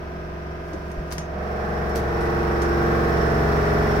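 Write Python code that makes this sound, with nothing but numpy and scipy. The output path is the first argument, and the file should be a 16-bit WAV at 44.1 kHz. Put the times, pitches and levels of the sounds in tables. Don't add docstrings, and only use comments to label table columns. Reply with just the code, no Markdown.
import sys
import numpy as np
from scipy import signal
from scipy.fft import rfft, irfft, next_fast_len
from scipy.io import wavfile
from scipy.ndimage import map_coordinates

SR = 44100
rng = np.random.default_rng(int(sys.argv[2]) if len(sys.argv) > 2 else 0)


def transcribe(u):
    v = np.clip(np.atleast_2d(u).T, -1, 1)
    q = np.round(v * 32767).astype(np.int16)
    wavfile.write(sys.argv[1], SR, q)


N = 176400

DRUM_HZ, KNOCK_ATTACK_S = 22.92, 0.005
# f/Hz, side level over mid/dB
SIDE_LEVEL = [(60, -20.5), (170, -17.5), (350, -8), (700, -3.5), (1400, 3), (2800, -1), (15000, 1)]
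# f/Hz, level/dB
CONTACT_SPECTRUM = [(200, 4), (1300, 9), (2200, 4), (3400, -1), (4800, 4), (6400, 2.5), (7500, -2.5),
                    (11000, -0.5), (15500, -2)]


def amp(db):
    return 10 ** (np.asarray(db) / 20)


def unit(x):
    return x / np.sqrt(np.mean(x ** 2) + 1e-20)


def along(points, hz, axis=1):
    cols = np.transpose(points)
    return np.interp(np.log(hz + 1), np.log(cols[0] + 1), cols[axis])


def curves(rows, t):
    times, *cols = np.transpose(rows)
    return [np.interp(t, times, col) for col in cols]


def wobble(position):
    return map_coordinates(rng.standard_normal(size=256), [position + 2], mode='mirror')


def filtered(x, response):
    n = x.shape[-1]
    m = next_fast_len(n + SR // 8)
    return irfft(rfft(x, m) * response(np.fft.rfftfreq(m, 1 / SR)), m)[..., :n]


def door_transmission(shut_db, open_db, hz, t):
    # t/s, level/dB before frequency weighting
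    gap = [(1.15, -21), (1.3, -13.5), (1.42, -7.5), (1.66, -5), (2.0, -4), (2.3, -2), (2.6, -2),
           (2.85, -0.83), (3.35, -0.25), (3.7, 0.14), (4, 0.45)]
    # f/Hz, factor/(dB per dB)
    gap_weight = [(46, 1.5), (69, 0.8), (115, 2), (160, 2.2), (200, 0), (235, 3), (340, 2.36), (410, 2.12),
                  (500, 1), (640, 0.5), (800, 1.23), (1100, 1.16), (1600, 1.43), (2500, 1.44), (5000, 1.7),
                  (10000, 1.8)]
    gap_db = along(gap_weight, hz) * curves(gap, t)[0]
    return np.hypot(amp(shut_db), amp(open_db + gap_db))


def drum():
    # order, level with door shut/dB, level with door open/dB
    low_orders = [(1, -48, -42), (2, -77, -37), (3, -38.5, -29), (4, -47, -46), (5, -55, -34.5),
                  (6, -86, -37.5), (7, -40.5, -31.5), (8, -59, -40.5), (9, -45.5, -44.5), (10, -61, -33.5),
                  (11, -69, -44), (12, -82, -54), (13, -54, -40.5), (14, -55.5, -37.5), (15, -44, -30.5),
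                  (16, -44.5, -36), (17, -56, -40), (18, -50.5, -31.5), (19, -58, -37), (20, -67, -33),
                  (21, -58, -38.5), (22, -55.5, -45), (23, -60.5, -48), (24, -64, -42.5), (25, -67, -49),
                  (26, -68, -43), (27, -53.5, -37.5), (28, -59, -45.5), (29, -49, -39.5), (30, -54.5, -41),
                  (31, -63, -47), (32, -55.5, -39.5), (33, -73, -46), (34, -60, -44.5), (35, -63, -41),
                  (36, -62, -44.5)]
    # f/Hz, level shut/dB, level open/dB
    buzz = [(843, -66, -44), (910, -65, -50), (1060, -58, -48.5), (1110, -73, -50.5), (1205, -60.5, -48.5),
            (1475, -66.5, -53), (1520, -62.5, -50.5), (1950, -70.5, -55.5), (2240, -81, -63),
            (2590, -72.5, -68)]
    # t/s, level/dB of each of the four orders in swell_db
    standing_waves = [(1.1, -5.5, -2, 3.5, 7), (1.45, 2.5, -2.5, 0, 2.5), (1.85, 6.5, 0, 1, 1.5),
                      (2.2, 2, 4.5, -3.5, 4), (2.45, -8, 4.5, -4, 1.5), (2.68, -1, 6.5, 2, -5),
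                      (2.88, -14, 4.5, -11, 1.5), (3.15, -20, -0.5, -0.5, 2), (3.5, -11, -8, 2.5, -3),
                      (4, -2, -20, 3, -18)]
    # t/s, distance/m
    walk = [(0, 0.066), (1.1, 0.14), (4, 1.32)]
    t, slow = np.arange(N) / SR, np.linspace(0, N / SR, 400)
    swell_db = dict(zip((9, 15, 18, 20), curves(standing_waves, slow)))
    turns = DRUM_HZ * t + 0.0012 * np.interp(t, slow, wobble(5 * slow))
    metres, = curves(walk, slow)
    out = np.zeros((2, N))
    for k in range(1, 116):
        hz = k * DRUM_HZ
        half_waves = metres * 2 * hz / 343
        shortness = min(hz / 600, 1)
        if k <= len(low_orders):
            shut_db, open_db = low_orders[k - 1][1:]
        else:
            scatter_db = rng.uniform(-10.835, 5.5, 2)
            shut_db, open_db = scatter_db + [along(buzz, hz), along(buzz, hz, axis=2)]
        wander_db = 2.5 * shortness * np.clip(metres / 0.13, 0, 1) * wobble(half_waves)
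        wander_db += 0.96 * wobble(9 * slow)
        if k in swell_db:
            wander_db = swell_db[k] + 0.25 * wander_db
        tremble = 1 + 0.17 * shortness ** 2 * (wobble(24 * slow) + 1j * wobble(24 * slow))
        phase = rng.uniform(0, 2 * np.pi) + 0.67 * wobble(half_waves)
        gain = door_transmission(shut_db, open_db, hz, slow) * amp(wander_db)
        mid = gain * tremble * np.exp(1j * phase)
        side_phase = np.pi * (rng.integers(2) + 0.5) + 1.84 * wobble(half_waves)
        side = mid * amp(along(SIDE_LEVEL, hz)) * np.exp(1j * side_phase)
        angle = 2 * np.pi * (k * turns % 1)
        cos, sin = np.cos(angle), np.sin(angle)
        out += [np.interp(t, slow, g.real) * cos + np.interp(t, slow, g.imag) * sin for g in (mid, side)]
    return np.sqrt(2) * out


def motor_whine(hz, t, centre_hz=5420, width_hz=160):
    band = np.exp(-0.5 * ((hz - centre_hz) / width_hz) ** 2) / np.sqrt(2 * width_hz)
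    waver = amp(2.3 * wobble(13 * t))
    return door_transmission(shut_db=-72, open_db=-53.5, hz=hz, t=t) * band * waver


def rush():
    # f/Hz, level in 1 Hz shut/dB, level in 1 Hz open/dB
    flow_spectrum = [(18, -80, -78), (34, -77, -62), (60, -61, -53), (106, -81, -58.5), (168, -67, -53.5),
                     (250, -69.5, -61), (410, -76.5, -62.5), (686, -83, -69), (1060, -79.5, -64),
                     (1680, -87.5, -68.5), (2010, -83, -71.5), (3100, -91.5, -82), (4130, -97, -84),
                     (5600, -95, -84), (7100, -110, -95.5), (10900, -112, -96.5), (15500, -110, -94.5)]
    hz, t, white = signal.stft(rng.standard_normal((2, N)), SR, nperseg=2048)
    hz = hz[:, None]
    flow = door_transmission(along(flow_spectrum, hz), along(flow_spectrum, hz, axis=2), hz, t)
    width = np.array([np.ones_like(hz), amp(along(SIDE_LEVEL, hz))])
    spectrum = white * np.hypot(flow, motor_whine(hz, t)) * width
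    noise = signal.istft(spectrum, SR)[1][:, :N] * np.sqrt(SR / 2)
    angle = 2 * np.pi * DRUM_HZ * np.arange(N) / SR
    throb = sum(np.cos(k * angle + rng.uniform(0, 2 * np.pi)) / k for k in range(1, 4))
    return noise * (1 + 0.076 * throb)


def hand_rub(start_s=0.59, end_s=1.14, fade_s=0.037, level_db=-64):
    t = np.arange(N) / SR
    stroke = np.clip(np.minimum(t - start_s, end_s - t) / fade_s, 0, 1)
    hiss = unit(filtered(rng.standard_normal((2, N)), lambda hz: amp(along(CONTACT_SPECTRUM, hz))))
    return hiss * stroke * amp(level_db + 2.2 * wobble(25 * t))


def latch(snap_t60=0.0087, scrape_attack_s=0.0011):
    # t/s, scrape level/dB, snap level/dB, ring over scrape/dB, low-pass f/Hz, scrape T60/s
    contacts = [(.733, -42, -43, 3, 7460, 0.051), (0.915, -38, -46.5, 0, 16000, 0.017),
                (.9934, -49, -53, 0, 8000, 0.012), (1.107, -35, -45, 0, 15000, .012),
                (1.1144, -29, -30, -3, 6000, 0.016), (1.12, -34, -41, -3, 11000, 0.028),
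                (1.1226, -27.5, -29, -6, 17500, 0.048), (1.1818, -27, -25, 6, 9000, 0.023),
                (1.893, -44, -50, -5, 16000, .05), (1.954, -38, -36, -8, 18000, 0.02),
                (1.9584, -30, -25, -9, 16000, 0.032), (1.965, -35.5, -50, -9, 17000, 0.14),
                (2.205, -46, -54, -5, 12000, 0.22), (2.618, -32, -33, 6, 9400, 0.077)]
    # f/Hz, level/dB, T60/s
    steel_modes = [(4640, -24, 0.03), (5950, -21, .13), (6430, -13, 0.066), (8750, -19, .05)]
    out, t = np.zeros((2, N + SR)), np.arange(SR // 4) / SR
    for onset, scrape_db, snap_db, ring_db, corner_hz, t60 in contacts:
        lowpass = lambda hz: 1 / np.hypot(1, (hz / corner_hz) ** 3.6)
        colour = lambda hz: amp(along(CONTACT_SPECTRUM, hz)) * lowpass(hz)
        burst = lambda life: unit(filtered(rng.standard_normal((2, len(t))), colour)) * amp(-60 * t / life)
        ring = 0
        for hz, db, mode_t60 in steel_modes:
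            tone = np.sin(2 * np.pi * (hz * t + rng.random((2, 1))))
            ring += lowpass(hz) * amp(db - 60 * t / mode_t60) * tone
        attack = 1 - np.exp(-t / scrape_attack_s)
        scrape = amp(scrape_db) * (burst(t60) + amp(ring_db) * ring) * attack
        out[:, round(onset * SR):][:, :len(t)] += scrape + amp(snap_db) * burst(snap_t60)
    return out[:, :N]


def lever():
    # t/s, housing level/dB, panel level/dB, T60/s
    stops = [(.735, -21, -31, .075), (1.955, -25, -14.5, .06)]
    # f/Hz, width/Hz, level/dB
    housing_modes = [(322, 20, 0), (385, 40, -6), (540, 45, -10)]
    # f/Hz, level/dB
    panel = [(120, -25), (260, -8), (380, 0), (560, -2), (720, -14), (1500, -24), (4000, -50)]
    out, t = np.zeros(N + SR), np.arange(SR // 4) / SR
    for onset, housing_db, panel_db, t60 in stops:
        ring = sum(amp(db) * np.sin(2 * np.pi * hz * t + 0.99 * wobble(width * t))
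                   for hz, width, db in housing_modes)
        wood = unit(filtered(rng.standard_normal(len(t)), lambda hz: amp(along(panel, hz))))
        envelope = amp(-60 * t / t60) * (1 - np.exp(-t / KNOCK_ATTACK_S))
        out[round(onset * SR):][:len(t)] += (amp(housing_db) * ring + amp(panel_db) * wood) * envelope
    return out[:N]


def door_thumps():
    # t/s, f/Hz, level/dB, T60/s
    thumps = [(0.975, 47.7, -16, 0.11), (1.008, 155, -25, 0.11), (1.122, 48.3, -25, 0.12),
              (1.183, 164, -20.5, 0.082), (1.995, 127, -24, 0.27), (2.2, 121, -23, .08)]
    out, t = np.zeros(N + SR), np.arange(SR // 2) / SR
    for onset, hz, db, t60 in thumps:
        envelope = amp(db - 60 * t / t60) * (1 - np.exp(-t / KNOCK_ATTACK_S))
        out[round(onset * SR):][:len(t)] += envelope * np.sin(2 * np.pi * hz * t)
    return out[:N]


def room(x):
    decay = [(200, 0.17), (2000, 0.22), (6000, 0.22), (15000, 0.14)]  # f/Hz, T60/s
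    hz, t, white = signal.stft(rng.standard_normal((2, SR // 2)), SR)
    tail = signal.istft(white * amp(-60 * t / along(decay, hz)[:, None]), SR)[1]
    return signal.fftconvolve(x, tail / np.linalg.norm(tail[0]), axes=1)[:, :N]


def scene():
    left_over_right_db, room_db = -1.3, -3.5
    mid, side = drum() + rush()
    balance = amp([[left_over_right_db / 2], [-left_over_right_db / 2]])
    machine = np.array([mid + side, mid - side]) * balance
    hardware = latch() + hand_rub() + lever()
    return machine + hardware + amp(room_db) * room(hardware) + door_thumps()


def record(dry):
    return filtered(dry, lambda hz: hz < 15800)


dry = scene()
out = record(dry)
transcribe(out)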